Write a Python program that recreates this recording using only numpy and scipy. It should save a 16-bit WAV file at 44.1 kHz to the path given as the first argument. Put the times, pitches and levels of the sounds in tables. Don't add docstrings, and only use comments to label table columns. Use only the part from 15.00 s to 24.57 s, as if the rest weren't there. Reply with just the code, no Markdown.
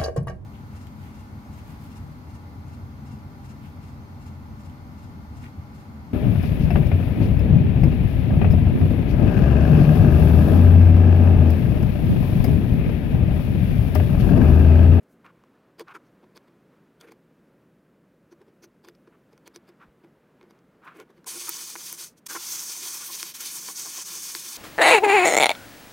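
import sys
import numpy as np
from scipy import signal
from scipy.fft import rfft, irfft
from scipy.io import wavfile

SR = 44100
rng = np.random.default_rng(int(sys.argv[2]) if len(sys.argv) > 2 else 0)


def file_out(sig):
    cols = np.atleast_2d(sig).T
    lim = np.clip(cols, -1, 1)
    pcm = np.round(lim * 32767).astype(np.int16)
    wavfile.write(sys.argv[1], SR, pcm)


N = 422037
TIME_S = np.arange(N) / SR
FREQS_HZ = np.arange(2049) * SR / 4096 + 1
BOWL_TOP_HZ, DECK_TOP_HZ, TOP_HZ = 613, 2190, 15850

# frequency in Hz, width in Hz, relative level in dB.
TOY_MODES = [(344.7, 35, -4.5), (445, 85, -15.5), (874, 230, -15.5), (1056, 300, -9), (1430, 130, -10),
             (1656, 620, -13), (2190, 230, -11), (2466, 270, -11.5), (3290, 1320, -10.5),
             (3530, 190, -10.5), (4140, 680, -10), (4634, 520, -4.5), (5380, 650, -3), (6097, 540, 0.5),
             (6760, 600, -3), (7660, 660, -5), (8430, 930, -5.5), (9085, 220, 0.5), (9590, 820, -4),
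             (11300, 2100, -6), (12800, 500, -5), (14100, 3100, -7), (15700, 670, -24)]
# frequency in Hz, relative density in dB.
ROOM_SPECTRUM = [(20, -34), (50, -15), (95, -14.5), (135, -3.5), (175, -0.5), (260, -3.5), (400, -6),
                 (560, -9.5), (780, -22.5), (1500, -21.5), (2300, -28.5), (4000, -38), (8000, -42),
                 (15500, -41.5)]
# time in seconds, level in dB.
RUSTLE_LEVELS = [(0, -71), (2.1, -69.5), (2.3, -75), (4.0, -76), (4.7, -69.5), (7.2, -73.5), (9.57, -105)]
# middle in seconds, nominal length in seconds, level in dB.
SWISHES = [(.036, 0.018, -76.5), (.118, 0.064, -76.5), (.255, .02, -76), (5.852, .02, -71),
           (5.972, .012, -65)]
# start in seconds, deck level in dB, edge level in dB, edge tilt in dB/octave.
CLICKS = [(0.246, -52, -72, -15), (0.264, -48, -75, 0), (0.438, -54, -71, -6), (0.796, -43, -47, 0),
          (0.8825, -58, -57, -40), (0.9523, -60, -58, -24), (1.3757, -48, -49, -24),
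          (2.0112, -55, -50.5, -10), (2.12, -52, -58.5, 5), (3.4165, -61.5, -71, -5),
          (3.8473, -54, -58, -23), (3.886, -48.5, -53, -3), (3.951, -77, -65, -23), (4.0746, -57, -73, -9),
          (4.3304, -70, -67, -8), (4.378, -58, -62, -6), (4.477, -49, -49, 2), (4.5607, -49, -43, -9),
          (5.412, -53, -72, -2), (5.429, -60, -65, -18), (5.5085, -56, -63, -9), (5.59, -66, -69.5, -11),
          (5.877, -45, -65, -14), (6.0007, -48, -51, 0), (6.244, -55, -58, -7), (6.4926, -40, -23.5, 16),
          (6.497, -45, -35, 6), (6.7543, -34.5, -41, -8), (6.7604, -36, -52, -7), (6.9274, -44, -30.5, 10),
          (8.229, -32.5, -27, -9), (8.687, -35.5, -55, -8), (9.3504, -31.5, -28.5, -29)]
# middle in seconds, nominal length in seconds, level in dB.
BRUSHES = [(.262, 0.038, -54), (.295, 0.038, -60), (.889, 0.033, -49), (.915, 0.031, -48.5),
           (4.14, 0.053, -67), (4.825, 0.053, -54.5), (5.85, 0.053, -54.5), (5.879, 0.039, -47),
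           (5.91, 0.085, -55)]
# frequency in Hz, relative density in dB.
BRUSH_SPECTRUM = [(400, -32), (750, -7), (1080, 4), (1450, 3), (1950, -8.5), (2400, -7.5), (3200, -17),
                  (4500, -27), (8000, -38), (15000, -37)]
# middle and nominal length in seconds, bowl and base edge level in dB,
# ring of the piece in Hz.
NAIL_DRAGS = [(0.807, .038, -42.5, -57, 4770), (1.069, 0.043, -76, -84, 6000),
              (1.241, .026, -55.5, -84, 4400), (1.369, 0.032, -52, -63, 4770),
              (1.482, .018, -61.5, -81, 4730), (2.014, 0.025, -63, -63.5, 3430),
              (2.121, 0.027, -54, -69.5, 4500), (3.326, .028, -53.5, -73, 6140),
              (3.419, 0.029, -57, -84, 5350), (3.483, 0.042, -59.5, -86, 5310),
              (3.642, .032, -53.5, -62, 6200), (3.851, 0.031, -55.5, -70, 4900),
              (3.886, .032, -52.5, -66.5, 4870), (3.954, .017, -68, -79.5, 5340),
              (4.078, 0.018, -57, -81, 4480), (4.334, 0.037, -59, -82, 5110),
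              (4.473, .028, -53, -63.5, 4570), (4.561, 0.034, -53.5, -62.5, 5070),
              (4.69, 0.032, -56, -71.5, 4940), (5.046, 0.025, -55, -81, 4850),
              (5.439, 0.069, -59, -88, 4550), (5.509, 0.026, -58.5, -75.5, 5100),
              (6.105, 0.027, -56.5, -76, 3380), (6.179, .038, -62, -79, 4500)]
# middle and nominal length in seconds, hum level in dB, hum in Hz.
RUBS = [(0.96, 0.034, -47, 1350), (2.042, 0.053, -57, 474), (2.088, 0.032, -56, 437),
        (5.966, 0.038, -55, 390), (6.008, 0.056, -50.5, 402), (6.277, 0.028, -49.5, 1044),
        (6.366, 0.048, -53.5, 347), (6.49, .036, -45.5, 1280), (7.316, .046, -45.5, 1550),
        (7.363, 0.033, -38.5, 1075), (7.367, .026, -43, 1420), (7.766, .036, -57.5, 1030),
        (7.867, 0.027, -52.5, 1045), (8.017, .044, -55, 1155), (8.103, 0.035, -51, 1090),
        (8.695, 0.027, -48.5, 1100), (8.868, 0.035, -49.5, 1045), (8.989, 0.031, -52, 1080)]
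# middle in seconds, nominal length in seconds, level in dB.
BUMPS = [(4.87, 0.039, -64), (7.28, 0.036, -70)]
# start and end in seconds, base level in dB, sag in dB/s, run-down in seconds,
# ripple rate in Hz, time in seconds when the ringing side of the seat comes round.
PUSHES = [(6.269, 7.14, -36, -5.5, .1, 12, 6.7), (7.291, 8.362, -36, -.7, 0.07, 9.9, 7.54),
          (8.345, 9.7, -36, -1.2, .05, 6.93, 8.98)]
# time in seconds, grip from 0 to 1.
GRIP = [(6.48, .95), (6.56, 0.94), (7.25, 0.13)]
# middle in seconds, length in seconds, hiss change in dB.
SNAGS = [(6.757, .03, -5), (6.967, 0.029, -6.5), (7.384, 0.066, -4.5), (7.649, 0.019, -3),
         (8.383, 0.038, -7), (8.752, 0.061, -6), (9.042, 0.027, -8), (9.43, 0.037, -3.5)]
# middle in seconds, length in seconds, base level in dB.
JERKS = [(7.017, 0.044, -45), (7.181, 0.025, -61.5), (7.268, .011, -34), (7.305, 0.015, -55),
         (7.49, 0.15, -53.5), (8.348, 0.0088, -52), (8.408, .008, -39)]


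def undb(db):
    return 10 ** (np.asarray(db) / 20)


def unit(x):
    return x / np.sqrt(np.mean(x ** 2) + 1e-20)


def add(out, start_s, x):
    i = max(int(start_s * SR), 0)
    x = x[:max(N - i, 0)]
    out[i:i + len(x)] += x


def walk(rate_hz):
    points = rng.standard_normal(1024)
    return unit(np.interp(TIME_S * rate_hz, np.arange(len(points)), points))


def band(hz, lo_hz, hi_hz, order=4):
    return 1 / np.sqrt((1 + (lo_hz / hz) ** (2 * order)) * (1 + (hz / hi_hz) ** (2 * order)))


def colour(hz, spectrum):
    points_hz, db = np.transpose(spectrum)
    return undb(np.interp(np.log(hz), np.log(points_hz), db))


def causal(gain):
    cepstrum = irfft(np.log(gain + 1e-6))
    half = len(cepstrum) // 2
    cepstrum[1:half] *= 2
    cepstrum[half + 1:] = 0
    ring = irfft(np.exp(rfft(cepstrum)))[:half]
    return ring / np.linalg.norm(ring)


def drive(force, ring, db, length_s):
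    sound = signal.fftconvolve(force, ring)
    return sound / np.linalg.norm(sound) * undb(db) * np.sqrt(length_s * SR)


def background(room_db=-60.5):
    hz = np.arange(N // 2 + 1) * SR / N + 1
    room = irfft(rfft(rng.standard_normal(N)) * colour(hz, ROOM_SPECTRUM), N)
    hands = irfft(rfft(rng.standard_normal(N)) * band(hz, 780, 990, order=2), N)
    hands_db = np.interp(TIME_S, *np.transpose(RUSTLE_LEVELS)) + 1.4 * walk(16)
    return unit(room) * undb(room_db + .5 * walk(5.3)) + unit(hands) * undb(hands_db)


def stroke(length_s, grain_db):
    slips = rng.standard_normal(8192) * undb(grain_db * rng.exponential(size=8192))
    count = int(np.clip(1.55 * length_s * SR, 16, len(slips)))
    return slips[:count] * np.hanning(count)


def soft_strokes(table, gain, grain_db):
    out, ring = np.zeros(N), causal(gain)
    for middle_s, length_s, db in table:
        force = stroke(length_s, grain_db)
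        add(out, middle_s - len(force) / SR / 2, drive(force, ring, db, length_s))
    return out


def swishes():
    return soft_strokes(SWISHES, band(FREQS_HZ, 6000, 15000, order=2), grain_db=3)


def resonance(hz, width_hz):
    detune = (FREQS_HZ ** 2 - hz ** 2) / (FREQS_HZ * width_hz)
    gain = 1 / (1 + detune ** 2)
    return gain ** .7 if hz < BOWL_TOP_HZ else gain


def toy_ring(lo_hz, hi_hz, spot_spread_db=0, tilt_db_oct=0, stiffening=1, floor_db=-27):
    spots_db = spot_spread_db * rng.standard_normal(len(TOY_MODES))
    power = sum((undb(db + spot_db) * resonance(stiffening * hz, width_hz)) ** 2
                for (hz, width_hz, db), spot_db in zip(TOY_MODES, spots_db))
    tilt = undb(tilt_db_oct * np.log2(np.clip(FREQS_HZ, 4500, 13000) / 6000))
    return causal(np.sqrt(power + undb(floor_db) ** 2) * band(FREQS_HZ, lo_hz, hi_hz) * tilt)


def touch(force, levels_db, length_s, tilt_db_oct, spot_spread_db):
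    registers = [(250, BOWL_TOP_HZ, 0), (BOWL_TOP_HZ, DECK_TOP_HZ, 0), (DECK_TOP_HZ, TOP_HZ, tilt_db_oct)]
    return sum(drive(force, toy_ring(lo_hz, hi_hz, spot_spread_db, tilt), db, length_s)
               for (lo_hz, hi_hz, tilt), db in zip(registers, levels_db))


def click(levels_db, tilt_db_oct, chatter=.24, decay_s=.001):
    force = chatter * rng.standard_normal(400) * np.exp(-TIME_S[:400] / decay_s)
    force[0] += 1
    return touch(force, levels_db, .0035, tilt_db_oct, spot_spread_db=1)


def clicks(bowl_offset_db=-8):
    out = np.zeros(N)
    for start_s, deck_db, edge_db, tilt_db_oct in CLICKS:
        add(out, start_s, click((deck_db + bowl_offset_db, deck_db, edge_db), tilt_db_oct))
    return out


def brushes():
    return soft_strokes(BRUSHES, colour(FREQS_HZ, BRUSH_SPECTRUM), grain_db=2)


def scrape(length_s, levels_db, ring_hz, ring_db):
    force = stroke(length_s, grain_db=2)
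    body = touch(force, levels_db, length_s, tilt_db_oct=2, spot_spread_db=2.5)
    width_hz = .17 * ring_hz
    modes = resonance(ring_hz, width_hz) + undb(-6) * resonance(.732 * ring_hz, width_hz / 2)
    part = drive(force, causal(modes * band(FREQS_HZ, 254, TOP_HZ)), ring_db, length_s)
    return body + part, len(force) / SR / 2


def nails(catch_boost_db=(2.5, 5.5, 8), lead_s=.002):
    out = np.zeros(N)
    for middle_s, length_s, bowl_db, edge_db, ring_hz in NAIL_DRAGS:
        deck_db = bowl_db + .32 * (edge_db - bowl_db) - 5
        levels_db = np.array([bowl_db, deck_db, edge_db - 3])
        drag, half_s = scrape(length_s, levels_db, ring_hz, ring_db=edge_db + 2)
        add(out, middle_s - half_s - lead_s, drag)
        add(out, middle_s, click(levels_db + catch_boost_db, tilt_db_oct=-7))
    return out


def rubs(body_offsets_db=(-5, -2.5, -17), lead_s=.0035):
    out = np.zeros(N)
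    for middle_s, length_s, hum_db, hum_hz in RUBS:
        rub, half_s = scrape(length_s, hum_db + np.array(body_offsets_db), hum_hz, hum_db)
        add(out, middle_s - half_s - lead_s, rub)
    return out


def bumps():
    return soft_strokes(BUMPS, band(FREQS_HZ, 35, 85), grain_db=0)


def pulse(middle_s, length_s):
    return np.exp(-np.minimum((2 * (TIME_S - middle_s) / length_s) ** 2, 50))


def deck_motion(attack_s=.018, turn_s=1.67, run_down_db=-37, ripple_db=.04):
    strength, angle_rad = np.zeros(N), np.zeros(N)
    for start_s, end_s, db, sag_db_per_s, run_down_s, ripple_hz, ringing_s in PUSHES:
        age_s = np.clip(TIME_S - start_s, 0, end_s - start_s)
        gate = np.clip(np.minimum(TIME_S - start_s, end_s - TIME_S) / attack_s + .5, 0, 1)
        stopping = np.clip(1 - (end_s - TIME_S) / run_down_s, 0, 1) ** 1.55
        ripple = np.cos(2 * np.pi * ripple_hz * age_s)
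        strength += gate * undb(db + sag_db_per_s * age_s + run_down_db * stopping + ripple_db * ripple)
        pushed = TIME_S > start_s - attack_s
        angle_rad[pushed] = 2 * np.pi * (TIME_S[pushed] - ringing_s) / turn_s
    snags_db = sum(db * pulse(middle_s, length_s) for middle_s, length_s, db in SNAGS)
    jerks = sum(undb(db) * pulse(middle_s, length_s) for middle_s, length_s, db in JERKS)
    return strength * undb(snags_db) + jerks, angle_rad


def slide(lo_hz, hi_hz, flicker_db, stiffening=1):
    ring = toy_ring(lo_hz, hi_hz, stiffening=stiffening, floor_db=-31.5)
    hiss = signal.oaconvolve(rng.standard_normal(N), ring)[:N]
    return unit(hiss * undb(flicker_db * walk(30)))


def rim_slide(lo_hz, hi_hz, grip):
    free = slide(lo_hz, hi_hz, flicker_db=2)
    held = slide(lo_hz, hi_hz, flicker_db=1, stiffening=1.033)
    return np.sqrt(1 - grip) * free + np.sqrt(grip) * held


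def seat_ring(angle_rad, grip):
    once, twice = np.cos(angle_rad), np.cos(2 * angle_rad)
    lower = undb(-8.5 - 1.3 * once + grip) * slide(2020, 4790, flicker_db=2.5)
    rim = undb(-13.5 + 3.7 * grip) * slide(4700, 5000, flicker_db=.5)
    rim += undb(-14.5 + 2 * once) * slide(5300, 5600, flicker_db=5)
    ring = undb(-4 + 3.2 * once - 8.5 * grip) * rim_slide(6080, 7040, grip)
    upper = undb(-7.5 - 2.3 * twice + 3.2 * grip) * rim_slide(8200, 9300, grip)
    top = undb(-7 + .7 * once - 5.1 * grip) * rim_slide(12000, 19000, grip)
    peak = undb(-13.5 + 5.3 * once) * slide(6200, 6400, flicker_db=3.5)
    return lower + rim + ring + peak + upper + top


def spin():
    strength, angle_rad = deck_motion()
    grip = np.interp(TIME_S, *np.transpose(GRIP))
    deck = undb(-13 - .51 * np.cos(angle_rad)) * slide(600, 3170, flicker_db=1.8)
    hum = undb(-25) * slide(870, 1180, flicker_db=4.5)
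    bowl = undb(-25 + 4 * grip) * slide(183, 710, flicker_db=3)
    flutter_db = .95 * walk(90) + .61 * walk(20)
    return strength * undb(flutter_db) * (seat_ring(angle_rad, grip) + deck + hum + bowl)


def sign_echo(hiss, lag_s=.0016, sway_s=.00005, gain=.16):
    delay_s = lag_s + sway_s * walk(4)
    echo = np.interp(TIME_S - delay_s, TIME_S, hiss)
    return (hiss + gain * echo) / np.sqrt(1 + gain ** 2)


def scene():
    soft = brushes() + bumps() + swishes()
    mono = soft + nails() + rubs() + clicks() + background() + sign_echo(spin())
    return np.array([mono, mono])


def record(dry):
    return signal.sosfilt(signal.ellip(10, .2, 70, TOP_HZ, fs=SR, output="sos"), dry)


dry = scene()
out = record(dry)
file_out(out)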